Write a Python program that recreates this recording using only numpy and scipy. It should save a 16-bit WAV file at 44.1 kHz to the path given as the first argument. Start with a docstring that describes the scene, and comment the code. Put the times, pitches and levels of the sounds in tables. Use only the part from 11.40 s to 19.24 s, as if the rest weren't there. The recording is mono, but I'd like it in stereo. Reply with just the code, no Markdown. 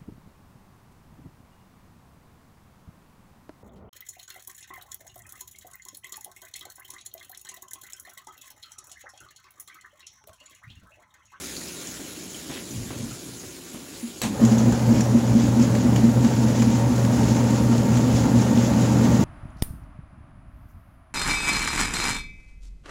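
"""Quail in a drum plucker

A tap runs into a steel kitchen sink while a quail is dropped into a small drum plucker. A switch
snaps, the induction motor hums up, and the spinning plate tumbles the wet birds. Their impacts excite
the modes of the steel drum; they rub and flick its rubber fingers and throw off drops."""
import sys
import numpy as np
from scipy import signal
from scipy.fft import rfft, irfft
from scipy.io import wavfile
from scipy.ndimage import uniform_filter1d

SR = 44100
rng = np.random.default_rng(int(sys.argv[2]) if len(sys.argv) > 2 else 0)


def waveform_to_disk(signal):
    """Save audio, clipped to [-1, 1], as 16-bit WAV at the path in sys.argv[1]."""
    frames = np.transpose(np.atleast_2d(signal))
    scaled = np.clip(frames, -1, 1) * 32767
    samples = np.round(scaled).astype(np.int16)
    wavfile.write(sys.argv[1], SR, samples)


N = 345744
TIME = np.arange(N) / SR
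FREQS = np.fft.rfftfreq(N, 1 / SR)
SWITCH_ON_S, RUN_UP_S = 2.817, 0.22
RUNNING_S = np.maximum(TIME - SWITCH_ON_S, 0)


# blows on the drum, from the hand at the switch, then the birds: (time [s], relative level [dB])
THUMPS = [(2.329, -31), (2.622, -22.5), (2.829, -17.5), (3.006, -9.5), (3.026, -6), (3.105, -8),
          (3.165, -16), (3.258, -9.5), (3.483, -8), (3.56, -10), (3.735, -7), (3.945, -6.5), (4.158, -9),
          (4.181, -11), (4.385, -14), (4.439, -10), (4.628, -5.5), (4.67, -14), (4.832, -8.5), (4.89, -18),
          (4.96, -14), (5.029, -9), (5.262, -10), (5.49, -11), (5.77, -19), (6.005, -14), (6.287, -9.5),
          (6.555, -12.5), (6.72, -19), (6.845, -15), (6.932, -10), (7.165, -8.5), (7.45, -18),
          (7.575, -17.5), (7.79, -17)]
# modes of the steel drum: (frequency [Hz], relative level [dB], t60 [s])
DRUM_MODES = [(230.2, 6, 0.2), (216, -16.5, 0.13), (267, -14, 0.11), (328.6, -4, 0.082), (547, -22, .08)]

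def drum_thumps(gain_db=-2.5, push_s=0.014, load_shift=0.016, detune=0.018):
    """Modal response to soft impact: a body leans into the wall, so the modes swell before decaying."""
    out, t = np.zeros(N), TIME[:SR // 3]
    hz, mode_db, t60 = np.transpose(DRUM_MODES)[:, :, None]
    envelopes = amp(mode_db - 60 * t / t60) * (1 - np.exp(-(t / push_s) ** 2))
    envelopes /= envelopes[0].max()
    for start, db in THUMPS:
        chance = rng.standard_normal((len(DRUM_MODES) + 1, 1))
        shift = 1 + load_shift * chance[0] + detune * chance[1:]  # the bird's weight and place
        modes = envelopes * np.sin(2 * np.pi * hz * (start + t * shift))
        add(out, start, amp(db + gain_db) * modes.sum(0))
    return out


# spectrum of the shaking drum: (frequency [Hz], level [dB])
RUMBLE_SPECTRUM = [(25, -21.5), (45, -31), (60, -0.5), (86, 1), (98, -3), (130, 6), (145, 0), (192, 4.5),
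                   (226, 10.5), (275, 4), (310, -0.5), (380, -11), (600, -44.5)]

def drum_rumble(rumble_db=-22.5, jolt_db=-27):
    """Forced vibration: tumbling birds shake the drum; the base kicks as the motor takes current."""
    jolt = swells([(SWITCH_ON_S + 0.031, 0.02, jolt_db)], rise_s=0.019, fall_s=0.08)
    shaking = amp(rumble_db) * plate_drive(steepness=1.8, fling_db=0, build_db_per_s=0.68)
    impacts = shot_noise(per_s=240, spread_db=2, t60=0.011, reverb=2.6)
    return colour(impacts, RUMBLE_SPECTRUM) * (shaking + jolt)


# spectrum of the battered rubber fingers: (frequency [Hz], level [dB])
PATTER_SPECTRUM = [(200, -16), (340, -8.5), (385, 0), (450, 0.5), (570, 2.5), (660, -5), (800, -4.5),
                   (930, -5), (1100, -10), (1500, -12.5), (2200, -19), (5000, -39.5)]
# drum modes kept ringing by the spinning plate: (frequency [Hz], width [Hz], relative level [dB])
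WHIRR_MODES = [(461.5, 18, -23), (554, 37, -18), (796, 23, -16.5), (872, 26, -14), (918, 30, -10.5),
               (1147, 18, -20.5), (1380, 8.7, -20.5), (1854, 39, -22.5)]

def finger_patter(patter_db=-31.5, whirr_build_s=3):
    """Random impact excitation: birds batter the fingers while the drum's ringing builds."""
    patter = colour(shot_noise(per_s=500, spread_db=1.5, t60=0.02, reverb=1.7), PATTER_SPECTRUM)
    whirr = resonance(WHIRR_MODES) * np.minimum(RUNNING_S / whirr_build_s, 1)
    battering = amp(patter_db) * plate_drive(steepness=1.8, fling_db=4, build_db_per_s=0.69)
    return (patter + whirr) * battering


# a bird sweeps the fingers four or five times a second: (time [s], hold [s], relative level [dB])
SWIPES = [(3.08, 0.069, -34.5), (3.33, 0.037, -39), (3.56, 0.019, -34.5), (3.99, 0.039, -36.5),
          (4.21, 0.023, -34), (4.38, 0.072, -39), (4.59, 0.03, -37), (4.86, .03, -35), (4.98, 0.13, -38),
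          (5.2, 0.03, -33.5), (5.33, .02, -35.5), (5.56, 0.023, -37.5), (5.77, 0.036, -34.5),
          (5.9, .07, -34), (6.11, 0.063, -35), (6.33, 0.076, -36.5), (6.55, 0.045, -33.5),
          (6.76, 0.044, -34), (6.99, 0.022, -33.5), (7.19, .08, -32.5), (7.42, 0.033, -36),
          (7.64, 0.022, -37), (7.82, .02, -37.5)]
# spectrum of wet feathers on rubber: (frequency [Hz], level [dB])
SCRUB_SPECTRUM = [(700, -9.5), (1800, 2), (2600, 1.5), (4000, -0.5), (5600, 2.5), (7000, 6), (7700, -1),
                  (8500, -16), (10300, -11.5), (11700, -30), (13500, -28), (15800, -22)]

def feather_scrub(scrub_db=-41, swipe_db=-1):
    """Friction noise: the many tiny contacts of wet feathers on rubber swell with each sweep."""
    steady = amp(scrub_db) * plate_drive(steepness=3, fling_db=3, build_db_per_s=0.88)
    sweeps = amp(swipe_db) * swells(SWIPES, rise_s=0.069, fall_s=0.077)
    contacts = shot_noise(per_s=450, spread_db=1.7, t60=0.02, reverb=2.4)
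    contacts = flicker(contacts, depth_db=0.8, patch_s=0.02, patch_hz=596)
    return colour(early_echoes(contacts), SCRUB_SPECTRUM) * np.hypot(steady, sweeps)


def motor(hum_hz=119.97, rotor_hz=115.4, hum_db=-22.5, stalled_db=-40, rotor_db=-14, octave_db=-21):
    """Magnetic hum at twice the mains frequency; the slipping rotor's lower tone beats against it."""
    phase = 2 * np.pi * hum_hz * TIME
    rotor_cycles = np.cumsum(rotor_hz + 0.31 * wander(hz=3)) / SR + rng.random()
    rotor = amp(rotor_db) * np.sin(2 * np.pi * rotor_cycles)
    hum = (np.sin(phase) + amp(octave_db) * np.sin(2 * phase) + rotor) * (1 + 0.1 * wander(hz=20))
    stalled = amp(stalled_db) * (TIME > SWITCH_ON_S)
    running = amp(hum_db) * plate_drive(steepness=13, fling_db=1.5, build_db_per_s=0)
    return np.sqrt(2) * hum * np.hypot(stalled, running)


# drops and claws striking steel: (time [s], relative level [dB], ring frequency [Hz])
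TICKS = [(.166, -28.5, 4400), (0.472, -30, 7000), (.945, -34, 3100), (1.309, -36, 6060), (1.709, -35, 1320),
         (3.05, -24, 6800), (3.183, -24.5, 6130), (3.324, -24.5, 1540), (3.608, -23, 5770),
         (4.223, -30, 6750), (4.56, -28.5, 3000), (6.982, -30, 7000)]
# spectrum of a tick's body: (frequency [Hz], level [dB])
TICK_SPECTRUM = [(600, 6), (1500, -2), (4000, -6.5), (6000, 7), (7000, 14), (8300, -7), (11000, -18.5),
                 (15800, -33)]

def steel_ticks(body_db=-5, ring_db=-3, snap_db=-9, width_ratio=1.15):
    """Hard impact: brief contact gives a snap, a short body and a cluster of modes around one pitch."""
    out = np.zeros((2, N))
    for start, db, hz in TICKS:
        cluster = [(hz / 2, -50), (hz / width_ratio, -20), (hz, 0),
                   (hz * width_ratio, -20), (hz * 2, -50)]
        body = amp(body_db) * burst(TICK_SPECTRUM, t60=0.06, room_db=-15)
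        ring = amp(ring_db) * burst(cluster, t60=0.074, room_db=-15)
        add(out, start, amp(db) * (body + ring + amp(snap_db) * crack(t60=0.016)))
    return out


# rubber fingers springing back: (time [s], level [dB])
SMACKS = [(3.05, -29), (3.607, -28.5), (4.351, -29), (4.5608, -26.5), (4.847, -28), (5.221, -27),
          (5.228, -29.5), (5.302, -33), (5.649, -29.5), (6.104, -31), (6.571, -27)]
# spectrum of a smack: (frequency [Hz], level [dB])
SMACK_SPECTRUM = [(600, -2), (1500, 7.5), (2900, 0.5), (4500, -1.5), (6000, -2), (7100, 7.5), (8300, -10),
                  (11000, -14.5), (15800, -14)]

def finger_smacks(hold_s=0.0031, t60=0.02, room_db=-15, room_t60=0.12):
    """Elastic recoil: a bent finger slaps back with milliseconds of broadband noise and no ring."""
    out, t = np.zeros((2, N)), TIME[:SR // 4]
    direct = amp(-60 * np.maximum(t - hold_s, 0) / t60)
    envelope = np.hypot(direct, amp(room_db - 60 * t / room_t60))
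    for start, db in SMACKS:
        add(out, start, amp(db) * envelope * noise(SMACK_SPECTRUM, len(t)))
    return out


# the switch snaps and its contacts close: (time [s], level [dB], t60 [s])
SWITCH_CLICKS = [(2.817, -22.5, 0.032), (2.8245, -28, 0.34), (2.833, -25.5, 0.23)]
# spectrum of a click: (frequency [Hz], level [dB])
SWITCH_SPECTRUM = [(240, -29), (400, -1), (976, -0.5), (1350, -10), (1600, -7), (2610, -5), (2820, -8),
                   (3780, -7.5), (5220, -14), (6470, -6), (12500, -20), (15800, -27)]
# modes of the switch housing: (frequency [Hz], relative level [dB], t60 [s])
HOUSING_MODES = [(530, 3, 0.31), (1610, 6, 0.21), (2590, -3, .15), (3050, -8, .15), (3950, 2, .14),
                 (4339, -2, .14), (7960, 8, 0.085), (10420, 5, 0.094)]

def switch(crack_db=-19, ring_db=-35):
    """Impulse excitation: the switch cracks over, rattles shut and leaves its housing ringing."""
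    out, t = np.zeros((2, N)), TIME[:SR // 2]
    for start, db, t60 in SWITCH_CLICKS:
        add(out, start, amp(db) * burst(SWITCH_SPECTRUM, t60, room_db=-11, room_t60=0.37))
    ring = sum(amp(db - 60 * t / t60) * np.sin(2 * np.pi * (hz * t + rng.random((2, 1))))
               for hz, db, t60 in HOUSING_MODES)
    add(out, SWITCH_ON_S, amp(ring_db) * ring + amp(crack_db) * crack(t60=0.026))
    return out


# the tap fades as the listener turns away and a body comes between:
# (time [s], relative splash level [dB], relative drumming level [dB])
TAP_LEVELS = [(0.0, -36.5, -44), (0.75, -40, -43.5), (1.7, -41, -42.5), (2.15, -42.7, -47),
              (2.75, -42.5, -44.5)]
# spectrum of the splash: (frequency [Hz], level [dB])
SPLASH_SPECTRUM = [(290, -39), (520, -11.5), (700, -20), (1050, -17.5), (1450, -12), (2700, -10),
                   (4100, -9.5), (5900, -9.5), (7000, -4.5), (8500, -14.5), (10300, -10.5), (11800, -15.5),
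                   (13300, -19.5), (15800, -18.5)]
# spectrum of the drumming sink: (frequency [Hz], level [dB])
SINK_SPECTRUM = [(18, -61), (30, -35), (59, -7.5), (150, -8), (173, -1), (202, -7), (265, 0.5), (372, -2),
                 (488, -12.5), (900, -17.5), (1170, -18), (1980, -120)]
# basin modes and faint valve whistles: (frequency [Hz], width [Hz], relative level [dB])
BASIN_MODES = [(182, 8, -18), (554.6, 6.9, -17.5), (1415, 35, -21), (2385, 64, -21.5), (4120, 65, -19),
               (6820, 240, -12.5), (11000, 25, -21), (11629, 11, -44), (13342, 15, -37), (15692, 15, -29)]

def tap(splash_db=2, sink_db=1):
    """Jet impact: water splashes, drums on the basin and keeps its steel resonating."""
    times, splash_curve, sink_curve = np.transpose(TAP_LEVELS)
    drops = shot_noise(per_s=1500, spread_db=0.2, t60=0.015, reverb=1)
    drops = flicker(drops, depth_db=2, patch_s=0.028, patch_hz=500)
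    splash = amp(splash_db) * colour(early_echoes(drops), SPLASH_SPECTRUM)
    drumming = noise(SINK_SPECTRUM) * amp(sink_db + np.interp(TIME, times, sink_curve))
    return (splash + resonance(BASIN_MODES)) * amp(np.interp(TIME, times, splash_curve)) + drumming


# feet and body shifting on the floor: (time [s], hold [s], relative level [dB])
SHUFFLES = [(1.335, 0.1, -32.5), (1.49, .02, -43), (1.595, 0.047, -32), (1.72, .01, -44), (1.88, .03, -45),
            (2.04, .02, -48)]
# spectrum of a shuffle: (frequency [Hz], level [dB])
SHUFFLE_SPECTRUM = [(15, -46), (25, -23), (130, 5), (162, -19), (226, -1), (334, -19), (474, -24),
                    (700, -29), (910, -55), (1540, -120)]
# feathers brushing down the fingers: (time [s], hold [s], level [dB])
BRUSHES = [(1.148, 0.017, -36.5)]
# the bird goes in and a hand finds the housing: (time [s], level [dB], t60 [s])
KNOCKS = [(.596, -38, 0.036), (1.098, -30, 0.09), (1.505, -27.5, .06), (1.71, -46, .04),
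          (2.038, -38, 0.054), (2.345, -33.5, 0.052)]
# spectrum of a soft knock: (frequency [Hz], level [dB])
KNOCK_SPECTRUM = [(30, -18), (70, 0), (300, 6.5), (600, -5), (1400, -11), (3000, -18), (9000, -44)]

def loading(shuffle_db=-1):
    """Sliding friction and damped impact: feet shift while the bird slips in and settles."""
    out = amp(shuffle_db) * noise(SHUFFLE_SPECTRUM) * swells(SHUFFLES, rise_s=0.04, fall_s=0.11)
    contacts = shot_noise(per_s=460, spread_db=0, t60=0.0042, reverb=1)
    feathers = colour(contacts, [(400, -10), (1200, -3), (3500, 0), (6000, -14), (12000, -25)])
    out += feathers * swells(BRUSHES, rise_s=0.081, fall_s=0.053)
    for start, db, t60 in KNOCKS:
        add(out, start, amp(db) * burst(KNOCK_SPECTRUM, t60, room_db=-7.5))
    return out


def spray(spray_db=-55):
    """Droplet impact: once the plate is at speed, fine drops fly off and spit against the wall."""
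    drops = shot_noise(per_s=22, spread_db=6.5, t60=0.011, reverb=0.26)
    spits = colour(drops, [(1500, 2), (4000, 10), (7000, -2), (9000, -5), (15800, -19)])
    return amp(spray_db) * spits * (RUNNING_S > RUN_UP_S)


def plate_drive(steepness, fling_db, build_db_per_s, settle_s=0.37):
    """Power law of plate speed, with a surge at the first fling and a build as birds lose feathers."""
    speed = np.minimum(RUNNING_S / RUN_UP_S, 1)
    fling = np.exp(-np.maximum(RUNNING_S - RUN_UP_S, 0) / settle_s)
    return speed ** steepness * amp(fling_db * fling + build_db_per_s * RUNNING_S)


def shot_noise(per_s, spread_db, t60, reverb, room_t60=0.36):
    """Poisson process: tiny impacts add in power, each a short burst with a reverberant tail."""
    sizes = amp(spread_db * np.minimum(rng.exponential(1, N), 4))
    hits = sizes ** 2 * (rng.random(N) < per_s / SR)
    t = TIME[:SR // 3]
    direct, tail = amp(-60 * t / t60) ** 2, amp(-60 * t / room_t60) ** 2
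    power = signal.fftconvolve(hits, direct / direct.sum() + reverb * tail / tail.sum())[:N]
    return np.sqrt(abs(power)) * rng.standard_normal((2, N))


def burst(spectrum, t60, room_db, room_t60=0.62):
    """High modal density: one impact sounds as decaying noise, followed by reverberation."""
    t = TIME[:SR // 2]
    return noise(spectrum, len(t)) * np.hypot(amp(-60 * t / t60), amp(room_db - 60 * t / room_t60))


def crack(t60):
    """Contact transient: two hard bodies meet in milliseconds of bright noise."""
    t = TIME[:SR // 2]
    bright = noise([(1000, -14), (4000, -3), (7800, 6), (9000, -5), (15800, 2)], len(t))
    return bright * amp(-60 * t / t60)


def resonance(modes):
    """Randomly driven modes: countless small hits sustain a narrow band of noise at each."""
    power = sum(amp(db) ** 2 / width / (1 + (2 * (FREQS - hz) / width) ** 2) ** 2
                for hz, width, db in modes)
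    return irfft(rfft(rng.standard_normal((2, N))) * np.sqrt(power * 2 * SR / np.pi), N)


def early_echoes(pair):
    """Comb filtering: reflections from cupboards and steel walls ripple the spectrum."""
    response = np.zeros((2, SR // 50))
    delays = rng.integers(SR // 1000, response.shape[1], (2, 10))
    np.put_along_axis(response, delays, 0.1 * rng.choice([-1, 1], delays.shape), 1)
    response[:, 0] = 1
    return signal.fftconvolve(pair, response, axes=1)[:, :N]


def flicker(pair, depth_db, patch_s, patch_hz):
    """Random amplitude modulation in small patches of time and frequency makes the hiss flicker."""
    frames = signal.stft(pair, nperseg=256)[2]
    field = rng.standard_normal(frames.shape[:0:-1]).T
    for _ in range(2):
        field = uniform_filter1d(field, max(1, round(patch_hz * 256 / SR)), axis=0)
        field = uniform_filter1d(field, max(1, round(patch_s * SR / 128)), axis=1)
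    return signal.istft(frames * amp(depth_db * unit(field)), nperseg=256)[1][:, :N]


# likeness of the room's sound at the two ears: (frequency [Hz], correlation [1])
COHERENCE = [(30, 1), (70, 0.89), (170, 1), (350, 0.8), (700, 0.55), (1400, 0), (2800, 0), (16000, 0)]

def colour(pair, spectrum):
    """Spectral shaping to rms 1, with interaural coherence: the bass is alike in both ears."""
    size = pair.shape[1]
    hz = np.fft.rfftfreq(size, 1 / SR)
    mid, side = rfft(pair) * amp(curve_at(spectrum, hz)) * hz / (hz + 10)
    coherence = curve_at(COHERENCE, hz)
    mid, side = mid * np.sqrt(1 + coherence), side * np.sqrt(1 - coherence)
    return unit(irfft(np.array([mid + side, mid - side]), size))


def noise(spectrum, size=N):
    """Filtered Gaussian noise in stereo."""
    return colour(rng.standard_normal((2, size)), spectrum)


def wander(hz):
    """Low-pass noise: a slow drift of rms 1, up to about hz."""
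    return unit(irfft(rfft(rng.standard_normal(N)) * np.exp(-(FREQS / hz) ** 2), N))


def swells(rows, rise_s, fall_s):
    """Trapezoidal envelopes: each stroke reaches its level at its time, holds and falls away."""
    return sum(amp(db) * np.interp(TIME, [s - rise_s, s, s + hold, s + hold + fall_s], [0, 1, 1, 0])
               for s, hold, db in rows)


def add(mix, start_s, sound):
    """Superposition: mixes a sound in at its start time."""
    part = mix[..., round(start_s * SR):][..., :sound.shape[-1]]
    part += sound[..., :part.shape[-1]]


def curve_at(points, hz):
    """Interpolation on a log-frequency axis."""
    point_hz, values = np.transpose(points)
    return np.interp(np.log(hz + 1), np.log(point_hz), values)


def amp(db):
    """Decibels to amplitude ratio."""
    return 10 ** (np.asarray(db) / 20)


def unit(x):
    """Normalisation to rms 1."""
    return x / np.sqrt(np.mean(x ** 2) + 1e-20)


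def scene():
    """Superposition: the sounds of sink and plucker add as pressures."""
    return (tap() + loading() + switch() + motor() + drum_thumps() + drum_rumble() + finger_patter()
            + feather_scrub() + spray() + steel_ticks() + finger_smacks())


# stereo balance: (frequency [Hz], left minus right level [dB])
BALANCE = [(40, -1), (100, -2.5), (200, -0.7), (350, -2.5), (700, 0.5), (1400, -2.5), (2800, 0.9),
           (5600, 2.5), (10000, -1.5), (14000, 2)]

def record(dry):
    """Interaural level difference colours the two sides; a low-pass filter limits the band."""
    tilted = irfft(rfft(dry) * amp(np.outer([0.5, -0.5], curve_at(BALANCE, FREQS))), N)
    lowpass = signal.firwin(511, cutoff=15900, window=("kaiser", 9), fs=SR)
    return signal.oaconvolve(tilted, lowpass[None], "same")


dry = scene()
out = record(dry)
waveform_to_disk(out)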